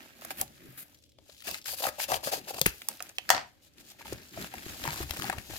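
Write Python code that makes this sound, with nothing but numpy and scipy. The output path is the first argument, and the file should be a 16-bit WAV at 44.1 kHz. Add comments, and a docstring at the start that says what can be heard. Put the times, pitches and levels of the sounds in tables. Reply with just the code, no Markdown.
"""In a quiet room, close to a phone, a padded paper envelope is turned in the hands, cut open and pulled apart.
Shaped noise under random grains makes the hiss and rasp of fingers and scissors; folds crack in short bursts.
Resonances ring the hollow pouch, damped sines pop its wall and thump the grip, low noise carries the hands.
The scissors clatter onto a table through broad steel resonances; a short room tail and a steady hush lie behind."""
import sys
import numpy as np
from scipy import signal
from scipy.fft import rfft, irfft, next_fast_len
from scipy.io import wavfile
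from scipy.ndimage import uniform_filter1d, map_coordinates

SR = 44100
rng = np.random.default_rng(int(sys.argv[2]) if len(sys.argv) > 2 else 0)


def volts_from_db(level):
    """Convert decibel levels to linear amplitude ratios."""
    exponent = np.asarray(level, float) / 20
    return 10 ** exponent


def transcribe(u):
    """Save the signal u as a 16-bit wav file named by the first command-line argument.

    u: samples, shape (n,) or (channels, n), limited to [-1, 1]; the rate is SR.
    q: integer samples, one column per channel.
    """
    v = np.clip(np.atleast_2d(u).T, -1, 1)
    q = np.round(v * 32767).astype(np.int16)
    wavfile.write(sys.argv[1], SR, q)


N = 246253
TIME = np.arange(N) / SR


def unit(x):
    """Scale to rms 1."""
    return x / np.sqrt(np.mean(x ** 2))


def colour(x, points):
    """Shape noise by (frequency [Hz], level [dB]) points, then scale to rms 1."""
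    hz, db = np.transpose(points)
    size = next_fast_len(N)
    f = np.maximum(np.arange(size // 2 + 1) * SR / size, 1)
    gain = volts_from_db(np.interp(np.log(f), np.log(hz), db))
    return unit(irfft(rfft(x, size) * gain, size)[..., :N])


def ring(x, hz, width_hz):
    """Two-pole resonance, gain 1 at the centre."""
    return signal.lfilter(*signal.iirpeak(min(hz, .4 * SR), max(hz / width_hz, .3), fs=SR), x)


def pair(alike):
    """Noise for two microphone ports that share only a part."""
    a, b = rng.standard_normal((2, N))
    return np.array([a, alike * a + np.sqrt(1 - alike ** 2) * b])


def walk(rate):
    """Random levels that glide to a new value every 1 / rate s; spread a little under 1."""
    k = int(SR / rate)
    held = np.repeat(rng.standard_normal(N // k + 1), k)
    return uniform_filter1d(held, k)[:N]


def swell(t, rise_ms):
    """Grows to 1 in rise_ms, then dies away exponentially with the same time constant."""
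    u = t * 1000 / np.clip(rise_ms, .1, 30)
    return u * np.exp(1 - u)


def grains(rate, spread_db, rise_s):
    """Envelope of many fibres letting go at random: most faint, a few strong."""
    when = rng.random(N) < rate / SR
    size = rng.exponential(size=N)
    t = np.arange(SR // 20) / SR
    releases = when * volts_from_db(spread_db * np.minimum(size, 3))
    return unit(np.convolve(releases, swell(t, 1000 * rise_s))[:N])


def stroke(t, start, end, start_db, end_db, grab_s, let_go_s):
    """Level of one drag: sets in, changes evenly in dB, lets go."""
    onset = 1 / (1 + np.exp(np.clip((start - t) / grab_s, -40, 40)))
    release = 1 / (1 + np.exp(np.clip((t - end) / let_go_s, -40, 40)))
    return onset * release * volts_from_db(np.interp(t, [start, end], [start_db, end_db]))


def add(out, s, sound):
    """Mix a short sound in at time s."""
    i = int(s * SR)
    out[:, i:i + sound.shape[-1]] += sound[..., :N - i]


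# how busy the fingers are and how hard they press: (time [s], hiss level [dB], pressure [dB])
HANDLING = [(0, -53.5, -1), (.12, -61.5, 0), (.3, -55, -0.5), (.5, -61, -3.5), (.76, -63, 2.5),
            (.95, -66, 0), (1.04, -68.5, -19), (1.17, -82, -10), (1.21, -67, -10), (1.3, -57.5, -8.5),
            (1.43, -54.5, -29), (1.62, -63, -38), (1.95, -54.5, -6.5), (2.45, -59, -4.5), (2.64, -46, -17),
            (2.8, -53, -11), (3.15, -64, -6), (3.3, -56.5, 0), (3.57, -72.5, -1), (3.95, -65.5, -4),
            (4.17, -58, 0), (4.3, -60, -4.5), (4.7, -49.5, -4), (4.81, -49.5, -7), (5.1, -48, -7),
            (5.35, -54.5, 1.5), (5.47, -47, -9.5), (5.58, -43.5, -11)]
# a finger drags over the paper: (start [s], end [s], level at start [dB], level at end [dB], pressure [dB])
RUBS = [(0.213, 0.292, -59, -59, -2), (.307, 0.317, -38, -35.5, -7), (0.373, 0.418, -52.5, -49, -5),
        (0.384, .406, -51, -57.5, 12), (0.407, 0.436, -57, -49, -7), (0.776, 0.834, -51.5, -56.5, -5.5),
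        (2.887, 2.979, -50, -65.5, -4), (3.02, 3.117, -58.5, -63.5, 4.5),
        (3.619, 3.685, -63.5, -61.5, -15.5), (3.77, 3.814, -66.5, -55.5, -6.5),
        (3.832, 3.92, -67, -49.5, -11), (3.988, 4.031, -58.5, -58, 2), (4.05, 4.138, -50, -50.5, -2.5),
        (4.331, 4.415, -62, -46, 1), (4.411, 4.478, -44.5, -50, -3.5), (4.516, 4.595, -60.5, -64, 10),
        (4.625, 4.725, -73, -59, -5), (4.83, 4.939, -49, -51.5, 4), (4.967, 5.037, -48.5, -43, -1.5),
        (5.096, 5.245, -49, -48.5, -8), (5.258, 5.335, -47, -58.5, 5), (5.496, 5.592, -53, -65, 14)]


def fingers():
    """Gain of the fingers' hiss, and their pressure in dB: steady handling with drags on top."""
    s, hiss_db, press_db = np.transpose(HANDLING)
    gain = volts_from_db(np.interp(TIME, s, hiss_db) + 2.0 * walk(10))
    pressed = gain * np.interp(TIME, s, press_db)
    for start, end, start_db, end_db, drag_db in RUBS:
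        drag = stroke(TIME, start, end, start_db, end_db, grab_s=0.002, let_go_s=0.0035)
        gain = gain + drag
        pressed = pressed + drag * drag_db
    return gain, pressed / gain


# skin on the glossy label is brighter than on bare paper: (time [s], sheen level over the hiss [dB])
SHEEN = [(0, -12), (.2, -8), (.3, -5.5), (.4, 3.5), (.55, -13), (.8, 6), (1.1, -23), (1.4, -24.5),
         (2.6, -6.5), (3.0, -5.5), (3.5, -15), (4.2, -12), (5.58, -11.5)]
# relative to the hiss; both grow with pressure, the hollow ring by HOLLOW_PER_DB dB for each dB
RASP_DB, HOLLOW_DB, HOLLOW_PER_DB = -1, -6.5, 0.72


def rustle(busy, press_db):
    """Uneven, grainy handling; the harder the grip, the more large crackles reach all three voices."""
    force_db = 20 * np.log10(busy) + press_db
    crackle = grains(90, 5.0, .0007) * np.interp(force_db, [-66, -48], [.3, 1.5])
    fine = (1 + .35 * grains(300, 4.0, .001) + .15 * crackle) * volts_from_db(1.5 * walk(40))
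    middle = .7 + .3 * grains(150, 4.0, .0012) + .4 * crackle
    coarse = 0.48 + .5 * grains(75, 6.1, 0.00073) + 0.33 * crackle
    hiss, rasp, hollow = voices(fine, middle, coarse)
    sheen = unit(ring(ring(hiss, 12500, 8200), 12500, 8200))
    sheen = sheen * volts_from_db(np.interp(TIME, *np.transpose(SHEEN)))
    rasp = rasp * volts_from_db(RASP_DB + press_db)
    hollow = hollow * volts_from_db(HOLLOW_DB + HOLLOW_PER_DB * press_db)
    return busy * (ring(hiss, 4500, 9700) + sheen + rasp + hollow)


# tone of the fibres: (frequency [Hz], relative level per Hz [dB])
FIBRE = [(1470, -40), (2500, 0.5), (5050, 2), (6100, -1.5), (6600, 2.5), (8910, -3.5), (11700, 0),
         (15100, -1.5), (16100, -12.5), (16500, -51.5)]


def voices(fine, middle, coarse):
    """Hiss, rasp and hollow ring of dragged paper, each under its own stick-slip grain."""
    hiss = unit(colour(pair(0.18), FIBRE) * fine)
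    rasp = ring(pair(0.12) * middle, 1790, 2000)
    rasp = unit(ring(rasp, 2000, 2200) + 0.42 * ring(rasp, 2300, 400) + 0.55 * ring(rasp, 1650, 300))
    return hiss, rasp, unit(pouch(ring(pair(0.92) * coarse, 510, 1100)))


# air and walls of the pouch: (frequency [Hz], width [Hz], level [dB])
POUCH = [(614, 110, -4.5), (749, 160, -5), (820, 67, -15)]


def pouch(x):
    """The hollow envelope answers any push with its resonances."""
    return sum(volts_from_db(db) * ring(x, hz, width) for hz, width, db in POUCH)


# the blades close through the paper:
# (start [s], end [s], level at start [dB], level at end [dB], hollow ring relative to the cut [dB])
CUTS = [(1.441, 1.494, -46.5, -44.5, -12.5), (1.471, 1.592, -38.5, -47.5, -12),
        (1.657, 1.751, -38.5, -40, -8), (1.769, 1.811, -47, -37.5, -12), (1.823, 1.895, -34.5, -38.5, -1.5),
        (1.985, 2.013, -41, -34, -4.5), (2.011, 2.051, -32, -35, -11.5), (2.086, 2.171, -36, -37, -4),
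        (2.235, 2.302, -34.5, -36.5, -4), (2.32, 2.399, -29.5, -46, -5), (2.478, 2.512, -41.5, -39.5, -1),
        (2.545, 2.551, -30.5, -46, 0), (2.566, 2.563, -42, -30.5, 1.5), (2.579, 2.584, -43, -30, -6.5),
        (2.666, 2.713, -32.5, -50, -7)]
# stretched paper under the blades: (frequency [Hz], width [Hz], mid level [dB])
SING = [(2670, 100, -16.5), (4750, 350, -13.5), (6380, 250, -24.5), (11900, 1500, -8.5)]


def cuts():
    """Dense rasps that start and stop within a few ms; the stretched paper sings in a few bands."""
    fine = (1 + .45 * grains(300, 5.0, .0006)) * volts_from_db(1.6 * walk(150))
    middle = fine * volts_from_db(5.4 * walk(120))
    coarse = 0.25 + 1.4 * grains(94, 4.6, 0.0033)
    hiss, rasp, hollow = voices(fine, middle, coarse)
    sing = sum(volts_from_db(db + 7.17 * walk(3.7)) * unit(ring(pair(0.1), hz, width)) for hz, width, db in SING)
    edge, ringing = 0, 0
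    for start, end, start_db, end_db, hollow_db in CUTS:
        close = stroke(TIME, start, end, start_db, end_db, grab_s=0.0027, let_go_s=0.0046)
        edge = edge + close
        ringing = ringing + close * volts_from_db(hollow_db)
    return edge * (hiss + sing + volts_from_db(-7) * rasp) + ringing * hollow


# folds that snap:
# (time [s], flap peak [dB], flap pitch [Hz], treble peak over the flap [dB], left minus right [dB])
CRACKS = [(0.21, -43, 5320, 2, -1.5), (0.2192, -36.5, 1830, -12, -6), (0.2488, -33, 1200, 6, -1.5),
          (0.308, -45, 1800, 5, -2.0), (0.4123, -26, 7480, 15.5, -3), (0.477, -44.5, 4960, -22, 8),
          (0.9443, -46, 4670, -2, 3.5), (1.037, -48, 4660, -24, 12), (1.185, -51, 3520, -26, 14),
          (1.297, -44.5, 3500, -22, 19), (1.4037, -39.5, 3985, -13, 6), (1.4214, -40, 2670, 0, 8),
          (1.479, -26, 2770, -14, 8), (1.5115, -26, 4590, 0, -4), (1.5436, -23.5, 2670, -13, 3),
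          (1.8028, -35, 2810, 1, 2), (1.8402, -19.5, 2530, -10, 9), (1.8671, -17.5, 1420, -3, -3),
          (1.8873, -25.5, 1300, -10, 15), (2.1176, -17, 1270, -8, 5.5), (2.1421, -19.5, 2600, -14, 12),
          (2.1654, -28, 2670, -10, -1), (2.2713, -21, 1280, -11, 4), (2.3331, -25, 3660, -24, 11),
          (2.481, -39, 1470, -12, 8), (2.5371, -36, 1880, -12, -4), (2.5935, -29, 7610, -10, 10),
          (2.6143, -8.5, 5070, -0.5, 9), (2.6594, -9, 1960, -23, 9.5), (2.6629, -8, 2290, 5.5, 4),
          (2.818, -28.5, 2520, -11, 0.5), (2.886, -13, 8800, -9, -2), (3.0036, -22, 1710, -30, -6.0),
          (3.0238, -22, 8300, -24, 0.0), (3.0917, -35.5, 7120, -7, 0.0), (3.1835, -14, 2970, -22, -1),
          (3.7815, -42, 3520, -10, 4), (3.9005, -41, 6820, -16, 3.5), (4.0123, -43, 2220, -18, 2),
          (4.0675, -34, 2930, -14, -4), (4.1292, -30.5, 6030, -15, 5.0), (4.4164, -49, 2590, -10, 6),
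          (4.4594, -45, 2540, -16, 2.5), (4.5388, -30, 2080, -1, 3.5), (4.574, -39, 2080, -16, 3),
          (4.582, -34, 1950, -13, 12), (4.633, -46, 2130, -19, 4), (4.656, -37, 2140, -14, 2),
          (4.8157, -31, 1530, -10, 7), (4.839, -22.5, 2530, -19, 7), (4.8532, -32, 1550, -19, 9),
          (4.8759, -20.5, 1410, -23, 9.5), (4.887, -27, 2760, -20, 10), (4.9175, -32, 1600, -16, 5),
          (5.1078, -22, 2740, -6, 21.5), (5.172, -42, 4580, -16, 5.0), (5.1879, -36, 1601, -10, 4.0),
          (5.2209, -23, 2410, -20, 13.5), (5.242, -28, 3560, -14, 9), (5.251, -34, 1680, -15, 9),
          (5.2754, -32, 1260, -31, -4), (5.2977, -23, 1630, -32, 17.5), (5.3275, -30, 1640, -27, 12),
          (5.3832, -32.5, 2200, -26, 22)]
RISE_MS, FASTER_PER_DB = 1.155, .02  # rise at -33 dB; harder snaps are quicker


def cracks(busy):
    """Each fold gives a few ms of noise, coloured by the flap that snaps, and a faint settling rustle."""
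    out, t = np.zeros((2, N)), np.arange(SR // 20) / SR
    for s, peak_db, hz, top_db, pan_db in ticks(busy) + list(CRACKS):
        noise = rng.standard_normal((3, len(t)))
        snap = swell(t, RISE_MS * np.exp(-FASTER_PER_DB * (peak_db + 33)))
        settling = .04 * swell(t, 3.4)
        burst = (noise[0] + .5 * noise[1:]) * (snap + settling)
        flap = ring(ring(burst, hz, hz), hz, hz) + 0.24 * ring(burst, 4600, 6400)
        top = ring(burst, 12000, 6100)
        crack = flap / np.abs(flap).max() + volts_from_db(top_db) * top / np.abs(top).max()
        side = volts_from_db(np.array([[pan_db], [-pan_db]]) / 2)
        add(out, s, side * volts_from_db(peak_db) * crack)
    return out


# a slowly bent crease ticks densely, a crumpled one lower:
# (start [s], end [s], mid level [dB], mid pitch [Hz])
CREAKS = [(0.877, 1.13, -56, 4500), (1.298, 1.46, -47.5, 3870), (1.597, 1.65, -41.5, 4830),
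          (2.41, 2.46, -40, 3460), (2.926, 3.0, -41, 4800), (4.151, 4.33, -46, 5000),
          (4.361, 4.48, -42, 1880), (4.847, 5.02, -30.5, 1470), (5.131, 5.3, -28.5, 1480)]
CREAK_PER_S = 55
# small creases that tick at random: mid level over the fingers' gain, spread either way, pitch, treble
TICK_OVER_HISS_DB, TICK_SPREAD_DB, TICK_HZ, TICK_TOP_DB = 11, 3, 4010, -7


def ticks(busy, count=40):
    """Rows for small creases: anywhere as loud as the fingers are busy, and densely in each creak."""
    s = rng.random(count) * (N - 1) / SR
    base_db = 20 * np.log10(busy[(s * SR).astype(int)]) + TICK_OVER_HISS_DB
    hz = np.full(count, float(TICK_HZ))
    for start, end, creak_db, creak_hz in CREAKS:
        when = np.arange(start, end, 1 / CREAK_PER_S)
        s = np.append(s, when + rng.random(len(when)) / CREAK_PER_S)
        base_db = np.append(base_db, creak_db + 0 * when)
        hz = np.append(hz, creak_hz + 0 * when)
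    size, tone, lean = rng.random((len(s), 3)).T
    level_db = base_db + TICK_SPREAD_DB * (2 * size - 1)
    pitch_hz = hz * 2 ** (tone - .5)  # within half an octave either way
    return list(zip(s, level_db, pitch_hz, TICK_TOP_DB + 0 * s, 8 * lean - 2))


# the pouch wall pops in and out: (time [s], level [dB], pitch [Hz], rise [ms])
POPS = [(0.251, -42, 695, 2), (0.307, -36, 767, 3.64), (0.414, -33, 770, 3.88), (1.186, -50.5, 620, 1.5),
        (1.293, -48, 600, 2.7), (1.473, -42, 400, 2.9), (1.683, -44, 837, 2.8), (1.736, -38, 730, 2.6),
        (1.803, -39, 540, 2.4), (1.822, -32, 684, 2.6), (1.837, -26, 800, 2.2), (1.852, -23, 740, 1.85),
        (1.871, -24, 647, 1.7), (1.884, -34.5, 610, 3.5), (1.997, -35, 860, 2.9), (2.085, -34, 572, 3.4),
        (2.1, -32, 668, 2.2), (2.12, -19.5, 732, 2.2), (2.141, -23.5, 724, 1.6), (2.165, -33.5, 620, 2.8),
        (2.232, -38, 633, 2.4), (2.273, -24, 588, 1.9), (2.29, -41, 680, 2.1), (2.325, -30, 602, 1.9),
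        (2.356, -39.5, 890, 2.3), (2.376, -35, 430.4, 1.9), (2.541, -38, 580, 1.9), (2.613, -26, 527, 2.1),
        (2.661, -21, 405, 1.87), (2.815, -47.5, 730, 2.1), (2.886, -40.5, 893, 2.2),
        (3.004, -41.5, 720, 3.3), (3.185, -38, 754, 2.44), (4.009, -45.5, 916, 2.25),
        (4.055, -40, 890, 2.7), (4.124, -29, 388, 2), (4.374, -35.5, 665, 2.5), (4.539, -33.5, 760, 2.3),
        (4.662, -38, 357, 2), (4.852, -34.5, 950, 2), (4.874, -35, 954, 1.64), (4.886, -33.5, 950, 2.4),
        (5.003, -33.5, 354, 2.7), (5.108, -34.5, 665, 1.85), (5.137, -43, 960, 2.1), (5.241, -33, 815, 2.7),
        (5.297, -25, 737, 1.96), (5.327, -30, 787, 2.7), (5.333, -33, 925, 1.9), (5.38, -38.5, 706, 1.3)]


def pops():
    """A few rough cycles of the air in the pouch: a swelling sine with narrow noise at its pitch."""
    out, t = np.zeros((2, N)), np.arange(SR // 10) / SR
    for s, level_db, hz, rise_ms in POPS:
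        wobble = ring(rng.standard_normal(len(t)), hz, 320)
        tone = np.sin(2 * np.pi * hz * t) + 3.54 * wobble
        add(out, s, volts_from_db(level_db) * swell(t, rise_ms) * tone)
    return out


# a grip shifts and the whole envelope flexes: (time [s], level [dB], pitch [Hz], fade time constant [ms])
THUMPS = [(0.406, -50, 142, 62), (0.687, -45, 129, 37), (1.476, -57, 295, 50), (1.867, -52, 68.4, 19),
          (2.138, -47, 78, 14.0), (2.261, -44, 146, 14), (2.615, -29, 145, 8.8), (2.662, -18.5, 178, 4.6),
          (2.677, -30, 56.5, 13), (4.128, -39.5, 124, 23), (4.379, -54, 116, 9.2), (4.441, -38.5, 208, 5.9),
          (4.572, -46, 88, 17), (4.665, -33, 115.2, 4.3), (4.728, -46, 305, 10), (4.878, -30, 148, 17.5),
          (4.925, -40, 81, 13.7), (5.006, -33, 71.4, 30), (5.106, -32, 76, 18), (5.192, -28.5, 134, 4.4),
          (5.242, -41, 128, 34), (5.295, -23, 335.4, 2), (5.382, -29.5, 112.1, 5.1), (5.499, -39, 321, 8.6)]


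def thumps():
    """Damped slow swings that reach the two ports a little out of step."""
    out, t = np.zeros((2, N)), np.arange(SR // 4) / SR
    for s, level_db, hz, fade_ms in THUMPS:
        skew = (0.15 + 0.27 * rng.standard_normal()) * np.array([[1], [-1]])  # radians
        swing = np.sin(2 * np.pi * hz * t + skew) * (1 - np.exp(-t / 0.00022))
        add(out, s, volts_from_db(level_db) * swing * np.exp(-1000 * t / fade_ms))
    return out


# the hands heave the envelope: (time [s], rumble level [dB], flutter level [dB])
HEAVES = [(0.421, -54, -57), (.65, -59, -52.5), (1.2, -66, -66.5), (1.52, -56, -52.5), (1.68, -71, -83),
          (1.74, -62, -64), (1.89, -55.5, -84), (2.14, -47, -65), (2.378, -57, -53.5), (2.56, -61, -55),
          (2.67, -45, -66), (3.35, -48, -52.5), (3.809, -68, -62.5), (4.14, -48.5, -58), (4.39, -48, -47),
          (4.58, -63, -59), (4.71, -50.5, -64), (4.84, -49, -59), (4.93, -58, -61), (5.03, -43, -75),
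          (5.12, -57, -72), (5.21, -56, -46), (5.37, -47.5, -53), (5.53, -47.5, -85)]
# tone of the fluttering sheet: (frequency [Hz], relative level per Hz [dB])
SHEET = [(90, -35.5), (160, 2.5), (260, 5), (380, 1.5), (480, -16), (700, -41.5)]
# tone of the hands' rumble: (frequency [Hz], relative level per Hz [dB])
HAND = [(20, -22.5), (40, -19.5), (66, -3), (95, -11.5), (130, -5), (200, -49.5)]
HEAVE_RISE_S, HEAVE_FALL_S = 0.027, 0.037  # time constants
FLUTTER_DB, RUMBLE_DB = -5.5, -23.5  # relative to the fingers' gain times pressure


def hands(busy, press_db):
    """The sheet flutters low and the hands rumble through it, a little always and more at each heave."""
    weight = uniform_filter1d(busy * volts_from_db(press_db), SR // 20)
    flutter = volts_from_db(FLUTTER_DB) * weight
    rumble = volts_from_db(RUMBLE_DB) * weight + volts_from_db(-75)
    for s, rumble_db, flutter_db in HEAVES:
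        heave = np.exp(-np.where(TIME < s, (s - TIME) / HEAVE_RISE_S, (TIME - s) / HEAVE_FALL_S))
        flutter = flutter + volts_from_db(flutter_db) * heave
        rumble = rumble + volts_from_db(rumble_db) * heave
    sheet = unit(colour(pair(.8) * volts_from_db(2.5 * walk(50)), SHEET))
    return sheet * flutter + colour(pair(0.59), HAND) * rumble


# scissors landing and bouncing on the table: (time [s], level [dB])
DROP = [(3.2909, -20), (3.3024, -5), (3.3277, -26), (3.3467, -17.5), (3.3653, -22.5), (3.3784, -24.5),
        (3.395, -36), (3.412, -37)]
# blades and table top: (frequency [Hz], width [Hz], level [dB])
BLADES = [(741, 175, 5), (977, 120, -1.5), (1550, 830, -1), (1800, 180, -9.5), (2310, 530, -7.5),
          (3120, 1300, -8.5), (4230, 560, -6), (5000, 1300, -8), (6600, 1100, -17.5), (11600, 2900, -12)]


def scissors():
    """Steel on wood: each contact is a short rattle through broad, quickly damped resonances."""
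    rattle, t = np.zeros((2, N)), np.arange(SR // 10) / SR
    softer = signal.butter(2, 5000, fs=SR)
    for k, (s, level_db) in enumerate(DROP):
        noise = rng.standard_normal((3, len(t)))
        hit = volts_from_db(level_db) * (noise[0] + 1.83 * noise[1:]) * swell(t, 0.81)
        if k >= 2:  # later contacts are softer, so duller
            hit = signal.lfilter(*softer, hit)
        add(rattle, s, hit)
    steel = sum(volts_from_db(db) * ring(rattle, hz, width) for hz, width, db in BLADES)
    return signal.lfilter(*signal.butter(2, 560, "high", fs=SR), steel)  # too small to carry bass


ROOM_T60_S, ROOM_TREBLE_T60_S = 0.26, 0.096


def room(x):
    """Diffuse tail of a small room, its treble dying first."""
    t = np.arange(int(.6 * SR)) / SR
    noise = rng.standard_normal((2, len(t))) * (1 - np.exp(-t / 0.00067))
    noise[1] += .5 * noise[0]  # the ports are close enough to share part of the tail
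    low = signal.lfilter(*signal.butter(1, 3000, fs=SR), noise)
    low_tail = low * np.exp(-np.log(1000) * t / ROOM_T60_S)
    treble_tail = (noise - low) * np.exp(-np.log(1000) * t / ROOM_TREBLE_T60_S)
    tail = signal.lfilter(*signal.butter(2, 300, "high", fs=SR), low_tail + treble_tail)
    tail = tail / np.sqrt(np.sum(tail ** 2, 1, keepdims=True))
    return signal.fftconvolve(x, tail, axes=1)[:, :N]


# tone of the room's hush: (frequency [Hz], relative level per Hz [dB])
AIR = [(15, -46), (25, -12.5), (80, 6.5), (226, -2.5), (296, 3), (399, -7.5), (568, -2), (1030, -44),
       (3320, -11.5), (3810, -15.5), (7110, -26), (15200, -39.5), (16500, -47.5)]


def hush():
    """Steady shaped noise of the quiet room, its level drifting slowly around -67.5 dB."""
    return colour(pair(0.29), AIR) * volts_from_db(-67.5 + 1.9 * walk(3.0))


# where the envelope is: (time [s], left minus right [dB], left later by [ms])
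PLACE = [(0, -2, 0.2), (.75, 2, 0.53), (1.25, 5, -0.16), (2.25, 4.5, -0.35), (2.75, 2, -0.18),
         (3.3, 0.5, 0.3), (3.749, 2.5, -.1), (4.5, 1.5, -0.29), (5.58, 4, -0.16)]


def scene():
    """Paper close by and nearly dry, scissors further off and wet, over the room's hush."""
    s, pan_db, late_ms = np.transpose(PLACE)
    lean = volts_from_db(np.interp(TIME, s, pan_db) * np.array([[.5], [-.5]]))
    busy, press_db = fingers()
    edge = (rustle(busy, press_db) + cuts()) * lean + cracks(busy)
    body = (hands(busy, press_db) + pops() + thumps()) * lean
    # the two ports are some way apart, so the sound reaches one of them later
    late = np.interp(TIME, s, late_ms) * SR / 1000  # samples
    edge[0] = map_coordinates(edge[0], [np.arange(N) - late], order=3)
    # the broad body of the pouch faces both ports, so its lag is smaller
    body[0] = map_coordinates(body[0], [np.arange(N) - 0.67 * late], order=3)
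    paper = edge + body
    steel = scissors()
    wet = room(volts_from_db(-14.5) * paper + volts_from_db(-5.5) * steel)
    return paper + steel + wet + hush()


def band_limit(x):
    """A steep low-pass at the top of the band."""
    return signal.sosfilt(signal.butter(12, 16830, fs=SR, output="sos"), x)


def record(dry):
    """The phone rounds the loudest peaks and cuts the top above 16.3 kHz."""
    rounded = np.tanh(dry)
    top_cut = signal.ellip(8, .2, 70, 16300, fs=SR, output="sos")
    mix = signal.sosfilt(top_cut, rounded)
    return band_limit(mix)


dry = scene()
out = record(dry)
transcribe(out)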